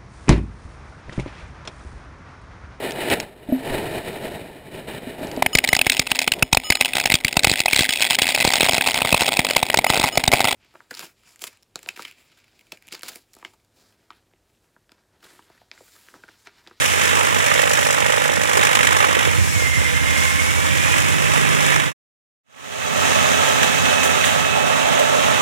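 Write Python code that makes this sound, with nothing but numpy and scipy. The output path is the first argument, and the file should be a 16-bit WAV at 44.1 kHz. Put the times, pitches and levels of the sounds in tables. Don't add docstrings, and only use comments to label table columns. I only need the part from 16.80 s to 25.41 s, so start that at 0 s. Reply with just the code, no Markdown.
import sys
import numpy as np
from scipy import signal
from scipy.fft import rfft, irfft, next_fast_len
from scipy.io import wavfile

SR = 44100
rng = np.random.default_rng(int(sys.argv[2]) if len(sys.argv) > 2 else 0)


def bounce(signal):
    frames = np.transpose(np.atleast_2d(signal))
    limited = np.clip(frames, -1, 1)
    pcm = np.round(limited * 32767).astype(np.int16)
    wavfile.write(sys.argv[1], SR, pcm)


N = 379701
TIME = np.arange(N) / SR
BESIDE = TIME > 5.4
FFT_SIZE = next_fast_len(N + 4096)
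BIN_HZ = np.maximum(np.arange(FFT_SIZE // 2 + 1) * SR / FFT_SIZE, 1)

# time in seconds, turns per second.
ROTOR_SPEED = [(0.0, 25.57), (0.7, 25.88), (1.45, 25.58), (1.8, 25.29), (2.1, 25.44), (2.35, 24.52),
               (2.55, 24.12), (2.85, 20.55), (3.05, 20.45), (3.55, 21.07), (4.2, 24.66), (4.6, 26.25),
               (5.1, 25.54), (6.8, 25.49), (7.3, 25.38), (7.75, 25.47), (8.0, 25.91), (8.61, 25.64)]
# time in seconds, share of the power that comes in chops (0-1).
BITE = [(0, 0.27), (1.0, 0.63), (1.55, 0.58), (1.95, 0.77), (2.4, 0.4), (2.6, 0.08), (3.7, .12), (4.4, .29),
        (5.0, 0.32), (6.2, 0.04)]
# place in the turn (0-1), relative force in dB on wood, on leaves.
FLAILS = [(.365, 16, 4), (0.885, 14, 4.5)]
# start and hold in seconds, dB added to churn, dB added to wood.
CLUMPS = [(0.0, 0.26, -3.5, 0.5), (1.695, 0.24, 2.5, 1), (1.963, 0.42, -1.5, -0.5), (2.354, 0.072, 0, 0.5),
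          (3.465, 0.14, -0.5, 0.2), (6.801, 0.0345, 0.5, 2), (7.062, 0.024, 1, 2), (7.237, 0.033, 3, 1),
          (7.447, 0.08, 1, 1.5), (7.752, 0.32, 2, -0.5), (8.201, .45, .5, -0.5)]
# time in seconds, level in dB.
SPRAY_LEVEL = [(0.1, -27.5), (.3, -30), (.75, -30.5), (.95, -28.5), (1.2, -31.5), (1.45, -32), (1.83, -28),
               (2.2, -31.5), (2.8, -32.5), (3.22, -33), (3.45, -30), (5.1, -32), (6.25, -30.5), (6.8, -31),
               (6.98, -31), (7.5, -31), (7.75, -33), (8.6, -32.5)]
# time in seconds, relative level in dB of the crack, of the woody thud.
SNAPS = [(0.054, -6, -21.5), (0.134, -10.5, -23), (0.29, -7, -28.5), (0.484, -9.5, -19.5),
         (0.544, -10.5, -23), (0.715, -8, -14), (0.792, -8, -19), (0.934, -10.5, -28), (0.973, -7, -24),
         (1.321, -9, -25), (1.827, -4, -21), (1.869, -1, -16.5), (1.954, -1, -29), (1.991, -9, -18.5),
         (2.03, -2, -27.5), (2.07, 1, -27), (2.082, -13, -19), (2.12, -8, -10), (2.164, -12.5, -18),
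         (2.202, -7.5, -12), (2.2255, -10, -12.5), (2.2415, -9.5, -9), (2.35, -2.5, -25),
         (2.3905, -3, -23.5), (2.427, -10, -23), (2.452, -8.5, -24.5), (4.9606, -12, -13.5),
         (4.998, -4.5, -21.5), (6.8308, -2.5, -18), (6.985, -9.5, -23), (7.054, -8, -23),
         (7.0685, -20, -21), (7.231, -7.5, -29), (7.343, -22.5, -16.5), (7.44, -6, -19)]
# place in the turn (0-1), relative level in dB, low-pass corner in Hz.
KNOCKS = [(.012, 0, 2400), (.56, -4.5, 1100)]
# frequency in Hz, relative level in dB.
STICK_EQ = [(250, -20), (380, -14.5), (470, -1.5), (600, 4.5), (720, -10.5), (840, -4), (1200, -6.5),
            (1900, -8), (2400, -13), (3500, -30)]
# pitch in Hz, T60 in seconds, dB against the chirp.
KNOCK_MODES = [(506, 0.036, -13), (573, .05, -9), (844, 0.051, -11), (1895, .04, -9)]
# time in seconds, strength in dB.
BOOM_PULSES = [(2.431, -24.5), (2.478, -21.5), (2.578, -17), (2.612, -19.5), (2.762, -18), (2.863, -28.5),
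               (2.974, -22.5), (6.582, -38.5)]
# pitch in Hz, T60 in seconds, gain in dB.
BOOM_MODES = [(90.5, 0.11, 15.5), (119, 0.083, -1), (175, .05, -17)]
# time in seconds, strength in dB.
CLONKS = [(1.77, -15), (1.79, -15), (2.13, -17.5), (2.29, -15), (2.368, -13), (2.474, -12.5),
          (2.585, -18.5), (2.794, -20), (2.822, -15.5), (3.017, -17.5)]
# pitch in Hz, T60 in seconds, gain in dB.
CLONK_MODES = [(430, .03, -4), (520, .04, 4.5), (576, .03, -6)]
# time in seconds, level in dB before the high-pass, decay in seconds.
RIPS = [(0.933, -23, 0.005), (6.826, -25, 0.0079), (7.232, -23.5, 0.017), (7.445, -26.5, 0.024),
        (8.19, -26.5, 0.0062)]
# start and hold in seconds, level in dB, hood resonance in Hz.
GRINDS = [(7.775, .03, -22, 740), (8.0, .55, -23, 610), (8.17, .06, -17.5, 585), (8.345, .03, -21, 570)]
# time in seconds, level in dB.
EXHAUST_LEVEL = [(0, -25.5), (.58, -25), (.85, -33), (1.4, -30.5), (2.1, -26), (2.8, -23), (3.05, -22.5),
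                 (3.65, -21.5), (4.3, -23), (4.75, -39), (6.3, -27.5), (6.9, -30), (7.65, -29.5),
                 (8.0, -42), (8.6, -37)]
# multiple of the turn rate, relative dB at top speed, dB lost per dB of lost speed.
HUM_PARTIALS = [(2, -18, 0), (3, -8, 4), (4, -3.5, 0), (5, -9.5, 0), (6, 0, 3.5), (7, -12, 2), (8, -9, 2),
                (9, -16, 3), (10, -16, 4), (11, -16, 5), (12, -13, 6), (15, -11, 9)]
# multiple of the firing rate, phase wander in cycles, relative dB in front, beside.
GEAR_TONES = [(4.82, .02, -36, 0), (7, .05, -6, -12), (10.14, .11, -32, -1), (15, .04, -12, -.5),
              (15.4, .1, -26, .5), (45, .1, -24, -11)]
# time in seconds, level in dB.
WHISTLE_LEVEL = [(0.1, -38), (2.55, -43), (2.7, -29.5), (2.88, -20.5), (3.12, -23.5), (3.5, -24.5),
                 (3.8, -28.5), (4.05, -25), (4.25, -30), (4.5, -30), (5.1, -35), (6.25, -27.5),
                 (6.7, -29.5), (7.2, -26), (7.42, -25.5), (7.54, -36), (7.68, -22), (7.95, -30),
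                 (8.38, -34), (8.55, -28)]
# frequency in Hz, relative level in dB in front, beside.
HOOD_EQ = [(320, -11, -3), (448, -1.5, -6), (506, -1.5, 3), (591, -3, 5.5), (730, -7.5, 0.5), (900, 0, -1),
           (890, -3, -7), (1130, -2.5, 0), (1365, -3, 0.5)]
WOOD_EQ = [(1340, -1.5, -14.5), (1440, -3, -9), (1740, 1, -5), (2180, 0, -7), (2320, -1.5, -8.5),
           (2640, -3, -8), (3200, -8, -9), (3890, -12, -13.5), (4070, -37, -18)]
SPRAY_EQ = [(3780, -4, -2), (4850, -5, -5.5), (6130, -10, -7.5), (8500, -7.5, -10), (9000, -7, -11),
            (10550, -10.5, -11), (12500, -10.5, -11.5), (14870, -8, -8)]
RUMBLE_EQ = [(25.1, -25, -20), (45, -7.5, -9.5), (65.6, -10, -6.5), (89, -6.5, -1.5), (128.6, -2, -2),
             (193, -6, -2), (272, -11, -0.5), (331, -9.5, -29)]
# frequency in Hz, gain in dB in front, beside.
LEFT_BALANCE = [(61.6, -3.5, -4), (400, -5, -6), (1040, -5, -4), (1370, -6.5, -5), (1780, -14, -7.5),
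                (2260, -17.5, -17), (3020, -4.5, -13.5), (3756, 0, -3.5), (4740, -2, -0.5),
                (5340, 8.5, 5.5), (6450, 12, 13), (7700, 10.5, 10), (8950, 2.5, 7), (10040, 10, 4),
                (11030, -7, 1.5), (12400, -0.5, -13), (14730, -22, -10)]
# frequency in Hz, likeness (0-1) in front, beside.
LEFT_LIKENESS = [(60, 0.99, 1), (600, 1, 0.96), (930, 0.96, 0.47), (1350, 0.86, 0.68), (1600, 1, 0.32),
                 (2300, 0.13, 0.12), (3640, 0.6, 0.082), (6000, 0.07, 0.08), (14940, 0, .08)]
# frequency in Hz, phase in radians (held to at least pi in use).
LEFT_PHASE = [(0, -10.5), (260, 3.5), (1380, 3.5), (1720, 4), (2240, 4), (3530, 7), (3880, 8.5), (4480, 3),
              (4820, 5), (5250, 10.5), (5940, 17), (7060, 26), (8610, 24), (10100, 6), (11700, 37),
              (16600, 52)]

CHURN_DB = (-16.5, -20, -18.5, -3, -6.5)
WOOD_DB = (-18, -19, -20, 0.5, -7.5)
KNOCK_DB = (-24, -38, -37, -7.5, 0)
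HUM_DB = (-38.5, -21.5, -32, -4, 3.5)
WHINE_DB = (-35.5, -35.5, -34, 12.5, -11.5)
RUMBLE_DB = (-25.5, -25, -24.5, 2.5, -6)


def mulcher(turn, speed):
    churn_db, wood_db, knock_db = brush_levels(speed)
    spray_db, = in_time(SPRAY_LEVEL)
    _, on_wood_db, on_leaves_db = np.transpose(FLAILS)
    feed = from_db(.5 * drift(45) + 0.74 * drift(9))
    chopping = feed * chops(turn, on_wood_db, spread_db=0.5, decay_s=0.0036)
    flinging = feed * chops(turn, on_leaves_db, spread_db=4.5, decay_s=0.0037)
    debris = noise() + 0.33 * splinters(per_s=110, spread_db=2.0)
    churn = colour(debris * chopping * from_db(0.59 * drift(25)), HOOD_EQ)
    cracks, thuds = snapping_sticks()
    wood = from_db(wood_db) * chopping * (noise() + 0.51 * splinters(per_s=220, spread_db=1.0))
    spray = from_db(spray_db) * flinging * (noise() + 0.3 * splinters(per_s=300, spread_db=-6.5))
    body = from_db(churn_db) * churn + from_db(knock_db) * stick_knocks(turn) + from_db(15) * thuds
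    booms = butter(ringing_pulses(BOOM_PULSES, BOOM_MODES), 4, 75, "high")
    clonks = butter(ringing_pulses(CLONKS, CLONK_MODES), 2, 300, "high")
    mids = colour(wood + from_db(-7) * cracks, WOOD_EQ)
    highs = colour(spray + from_db(-24) * cracks, SPRAY_EQ)
    return body + booms + clonks + mids + highs + ripping_twigs() + soil_grind()


def brush_levels(speed):
    churn_db, wood_db, knock_db = levels(speed, CHURN_DB, WOOD_DB, KNOCK_DB)
    for start_s, hold_s, more_churn_db, more_wood_db in CLUMPS:
        clump = bout(start_s, hold_s, rise_s=0.021, fall_s=0.096)
        churn_db += more_churn_db * clump
        wood_db += more_wood_db * clump
    stick = bout(start_s=0.78, hold_s=.82, rise_s=0.42, fall_s=0.42)
    return churn_db - 5.5 * stick, wood_db - 1.5 * stick, knock_db + 8 * stick


def chops(turn, banks_db, spread_db, decay_s, jitter_s=.0007):
    blows = 0
    for (place, *_), bank_db in zip(FLAILS, banks_db):
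        times = passings(turn, place)
        late, force = rng.standard_normal((len(times), 2)).T
        blows += clicks(times + jitter_s * late, from_db(bank_db + spread_db * np.tanh(force)) ** 2)
    power = np.abs(swell(blows, decay_s))
    bite, = in_time(BITE)
    return np.sqrt(1 - bite + bite * power / power.mean())


def splinters(per_s, spread_db):
    breaks = rng.random(N) < per_s * from_db(4 * drift(9)) / SR
    sizes = from_db(spread_db * np.minimum(rng.exponential(1, N), 4))
    return rms_one(bursts(breaks * sizes ** 2, decay_s=0.0002))


def snapping_sticks():
    times, crack_db, thud_db = np.transpose(SNAPS)
    cracks = bursts(clicks(times, from_db(crack_db) ** 2), decay_s=0.0025)
    thuds = bursts(clicks(times, from_db(thud_db) ** 2), decay_s=0.0026)
    return cracks, butter(thuds, 2, [800, 1500], "band")


def stick_knocks(turn, spread_db=1.8, jitter_s=.00003, travel_s_at_1khz=.011):
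    force_db = spread_db * rng.standard_normal(len(passings(turn, 0)))
    blows = 0
    for place, db, dull_hz in KNOCKS:
        times = passings(turn, place)
        delays = jitter_s * rng.standard_normal((len(times), 2)).T
        hits = np.array([clicks(times + late_s, from_db(db + force_db)) for late_s in delays])
        blows += rfft(hits, FFT_SIZE) / np.sqrt(1 + (BIN_HZ / dull_hz) ** 4)
    dispersion = np.exp(-4j * np.pi * travel_s_at_1khz * np.sqrt(1000 * BIN_HZ))
    chirps = rms_one(irfft(blows * dispersion * from_db(in_pitch(STICK_EQ)[0]), FFT_SIZE)[:, :N])
    rings = sum(from_db(db) * rms_one(ring(chirps, hz, t60)) for hz, t60, db in KNOCK_MODES)
    knocks = chirps + rings + from_db(-9) * hood_clatter(turn, force_db)
    return rms_one(butter(knocks, 2, 300, "high"))


def hood_clatter(turn, force_db, t60=0.064):
    age = TIME[:SR // 8]
    dense_modes = rng.standard_normal((2, len(age))) * from_db(-60 * age / t60)
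    hits = clicks(passings(turn, FLAILS[0][0]), from_db(force_db))
    clatter = signal.fftconvolve(hits[None], dense_modes)[:, :N]
    return rms_one(butter(clatter, 2, [600, 2400], "band"))


def ringing_pulses(pulses, modes):
    times, strength_db = np.transpose(pulses)
    return sum(ring(clicks(times, from_db(strength_db + db)), hz, t60) for hz, t60, db in modes)


def ripping_twigs():
    power = sum(swell(clicks(np.array([s]), from_db([db]) ** 2), decay_s) for s, db, decay_s in RIPS)
    fibres = rms_one(noise() + 0.31 * splinters(per_s=670, spread_db=5.0))
    return butter(fibres * np.sqrt(np.abs(power)), 2, 4500, "high")


def soil_grind():
    grit = noise()
    drone = 0
    for start_s, hold_s, db, hz in GRINDS:
        surge = from_db(db) * bout(start_s, hold_s, rise_s=.045, fall_s=.045)
        drone += surge * rms_one(ring(grit, hz, t60=.02))
    return butter(drone, 4, 450, "high")


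def tractor(turn, speed, firings_per_turn=3.39):
    hum_db, whine_db, rumble_db = levels(speed, HUM_DB, WHINE_DB, RUMBLE_DB)
    firing = firings_per_turn * turn
    tones = exhaust(firing) + gears(turn, firing, whine_db)
    throb = 1 + 0.28 * np.cos(2 * np.pi * firing)
    rumble = colour(noise() * throb * from_db(0.91 * drift(13)), RUMBLE_EQ)
    return tones + from_db(hum_db) * rotor_hum(turn) + from_db(rumble_db) * rumble


def exhaust(firing):
    level_db = in_time(EXHAUST_LEVEL)[0] + 0.46 * drift(22)
    note = tone(firing + .012 * drift(20))
    octave = from_db(np.where(BESIDE, -2, -13)) * tone(2 * firing + .05 * drift(20))
    return from_db(level_db) * (note + octave)


def gears(turn, firing, whine_db, whistle_per_firing=30, beat_hz=9.45):
    whine = 0
    for multiple, wander, front_db, beside_db in GEAR_TONES:
        partial = tone(multiple * firing + wander * drift(45))
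        whine += partial * from_db(np.where(BESIDE, beside_db, front_db) + 2.4 * drift(22))
    beat = 1 + .35 * np.cos(2 * np.pi * beat_hz * TIME)
    whistle = beat * tone(whistle_per_firing * firing + .11 * drift(70) + .09 * drift(25))
    whistle *= from_db(in_time(WHISTLE_LEVEL)[0] + 1.8 * drift(50))
    groan_gain = from_db(-30) * bout(start_s=3.36, hold_s=.2, rise_s=.12, fall_s=.12)
    groan = groan_gain * tone(whistle_per_firing / 2 * firing + .08 * drift(45))
    flutter = 1 + 0.31 * np.cos(2 * np.pi * turn)
    return flutter * (from_db(whine_db) * whine + whistle + groan)


def rotor_hum(turn):
    top_speed = max(speed for _, speed in ROTOR_SPEED)
    slowed_db = 20 * np.log10(np.gradient(turn) * SR / top_speed)
    hum = 0
    for multiple, db, steepness in HUM_PARTIALS:
        partial = tone(multiple * turn + rng.random() + .025 * drift(7))
        hum += partial * from_db(db + steepness * slowed_db + 1.2 * drift(4))
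    return hum


def levels(speed, *faders, branch_s=2.463, entry_s=0.083, choke_s=0.24, clear_s=0.48):
    since = TIME - branch_s
    in_branch = np.clip(since / entry_s, 0, 1)
    choke = np.clip(since / choke_s, 0, 1) * np.exp(-np.maximum(since - choke_s, 0) / clear_s)
    labour = np.tanh((27.3 - speed) / 8.4)
    return [np.where(BESIDE, beside, scrub + (branch - scrub) * in_branch)
            + by_labour * labour + by_choke * choke
            for scrub, branch, beside, by_labour, by_choke in faders]


def stereo(direct, scattered):
    lead = np.maximum(in_pitch(LEFT_PHASE)[0], np.pi)
    turned = rfft(direct, FFT_SIZE) * np.exp(1j * lead)
    diffuse = rfft(scattered, FFT_SIZE)
    spectra = [from_db(db) * (alike * turned + np.sqrt(1 - alike ** 2) * diffuse)
               for db, alike in zip(in_pitch(LEFT_BALANCE), in_pitch(LEFT_LIKENESS))]
    front, beside = irfft(spectra, FFT_SIZE)[:, :N]
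    return np.array([np.where(BESIDE, beside, front), direct])


def colour(x, eq):
    ends = 1 / np.sqrt((1 + (eq[0][0] / BIN_HZ) ** 20) * (1 + (BIN_HZ / eq[-1][0]) ** 20))
    spectrum = rfft(x, FFT_SIZE)
    gains = [rms_one(ends * from_db(db)) for db in in_pitch(eq)]
    front, beside = [irfft(spectrum * gain, FFT_SIZE)[..., :N] for gain in gains]
    return np.where(BESIDE, beside, front)


def passings(turn, place):
    return np.interp(np.arange(230) + place, turn, TIME, right=N)


def clicks(times, sizes):
    return np.bincount(np.clip(np.round(times * SR).astype(int), 0, N), sizes, N + 1)[:N]


def swell(x, decay_s):
    fall, rise = np.exp(-1 / (decay_s * SR)), np.exp(-3 / (decay_s * SR))
    return 2.6 * signal.lfilter([0, fall - rise], [1, -fall - rise, fall * rise], x + 1e-18)


def bursts(powers, decay_s):
    return noise() * np.sqrt(np.abs(swell(powers, decay_s)))


def ring(x, hz, t60):
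    radius, angle = from_db(-60 / (t60 * SR)), 2 * np.pi * hz / SR
    return signal.lfilter([0, np.sin(angle)], [1, -2 * radius * np.cos(angle), radius ** 2], x + 1e-18)


def bout(start_s, hold_s, rise_s, fall_s):
    return np.clip(np.minimum((TIME - start_s) / rise_s, (start_s + hold_s - TIME) / fall_s) + 1, 0, 1)


def tone(cycles):
    return np.sqrt(2) * np.array([np.sin(2 * np.pi * cycles), np.cos(2 * np.pi * cycles)])


def noise():
    return rng.standard_normal((2, N))


def drift(per_s):
    return rms_one(np.interp(TIME * per_s, np.arange(4096), rng.standard_normal(4096)))


def in_time(rows):
    times, *columns = np.transpose(rows)
    return [np.interp(TIME, times, c) for c in columns]


def in_pitch(rows):
    hz, *columns = np.transpose(rows)
    return [np.interp(np.log(BIN_HZ), np.log(np.maximum(hz, 1)), c) for c in columns]


def butter(x, order, hz, kind):
    return signal.sosfilt(signal.butter(order, hz, kind, fs=SR, output="sos"), x)


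def from_db(db):
    return 10 ** (np.asarray(db) / 20)


def rms_one(x):
    return x / np.sqrt(np.mean(x ** 2) + 1e-20)


def scene():
    speed, = in_time(ROTOR_SPEED)
    turn = -.12 + np.cumsum(speed) / SR
    return stereo(*(tractor(turn, speed) + mulcher(turn, speed)))


def record(dry, silent_from_s=5.132, silent_to_s=5.628, cutoff_hz=16000):
    fade_out = np.clip((silent_from_s - TIME) / 0.076, 0, 1) ** 1.1
    fade_in = np.clip((TIME - silent_to_s) / 0.61, 0, 1) ** 2.11
    faded = 1.26 * np.tanh(dry / 1.245) * (fade_out + fade_in)
    return signal.sosfilt(signal.ellip(12, .1, 80, cutoff_hz, fs=SR, output="sos"), faded + 1e-18)


dry = scene()
out = record(dry)
bounce(out)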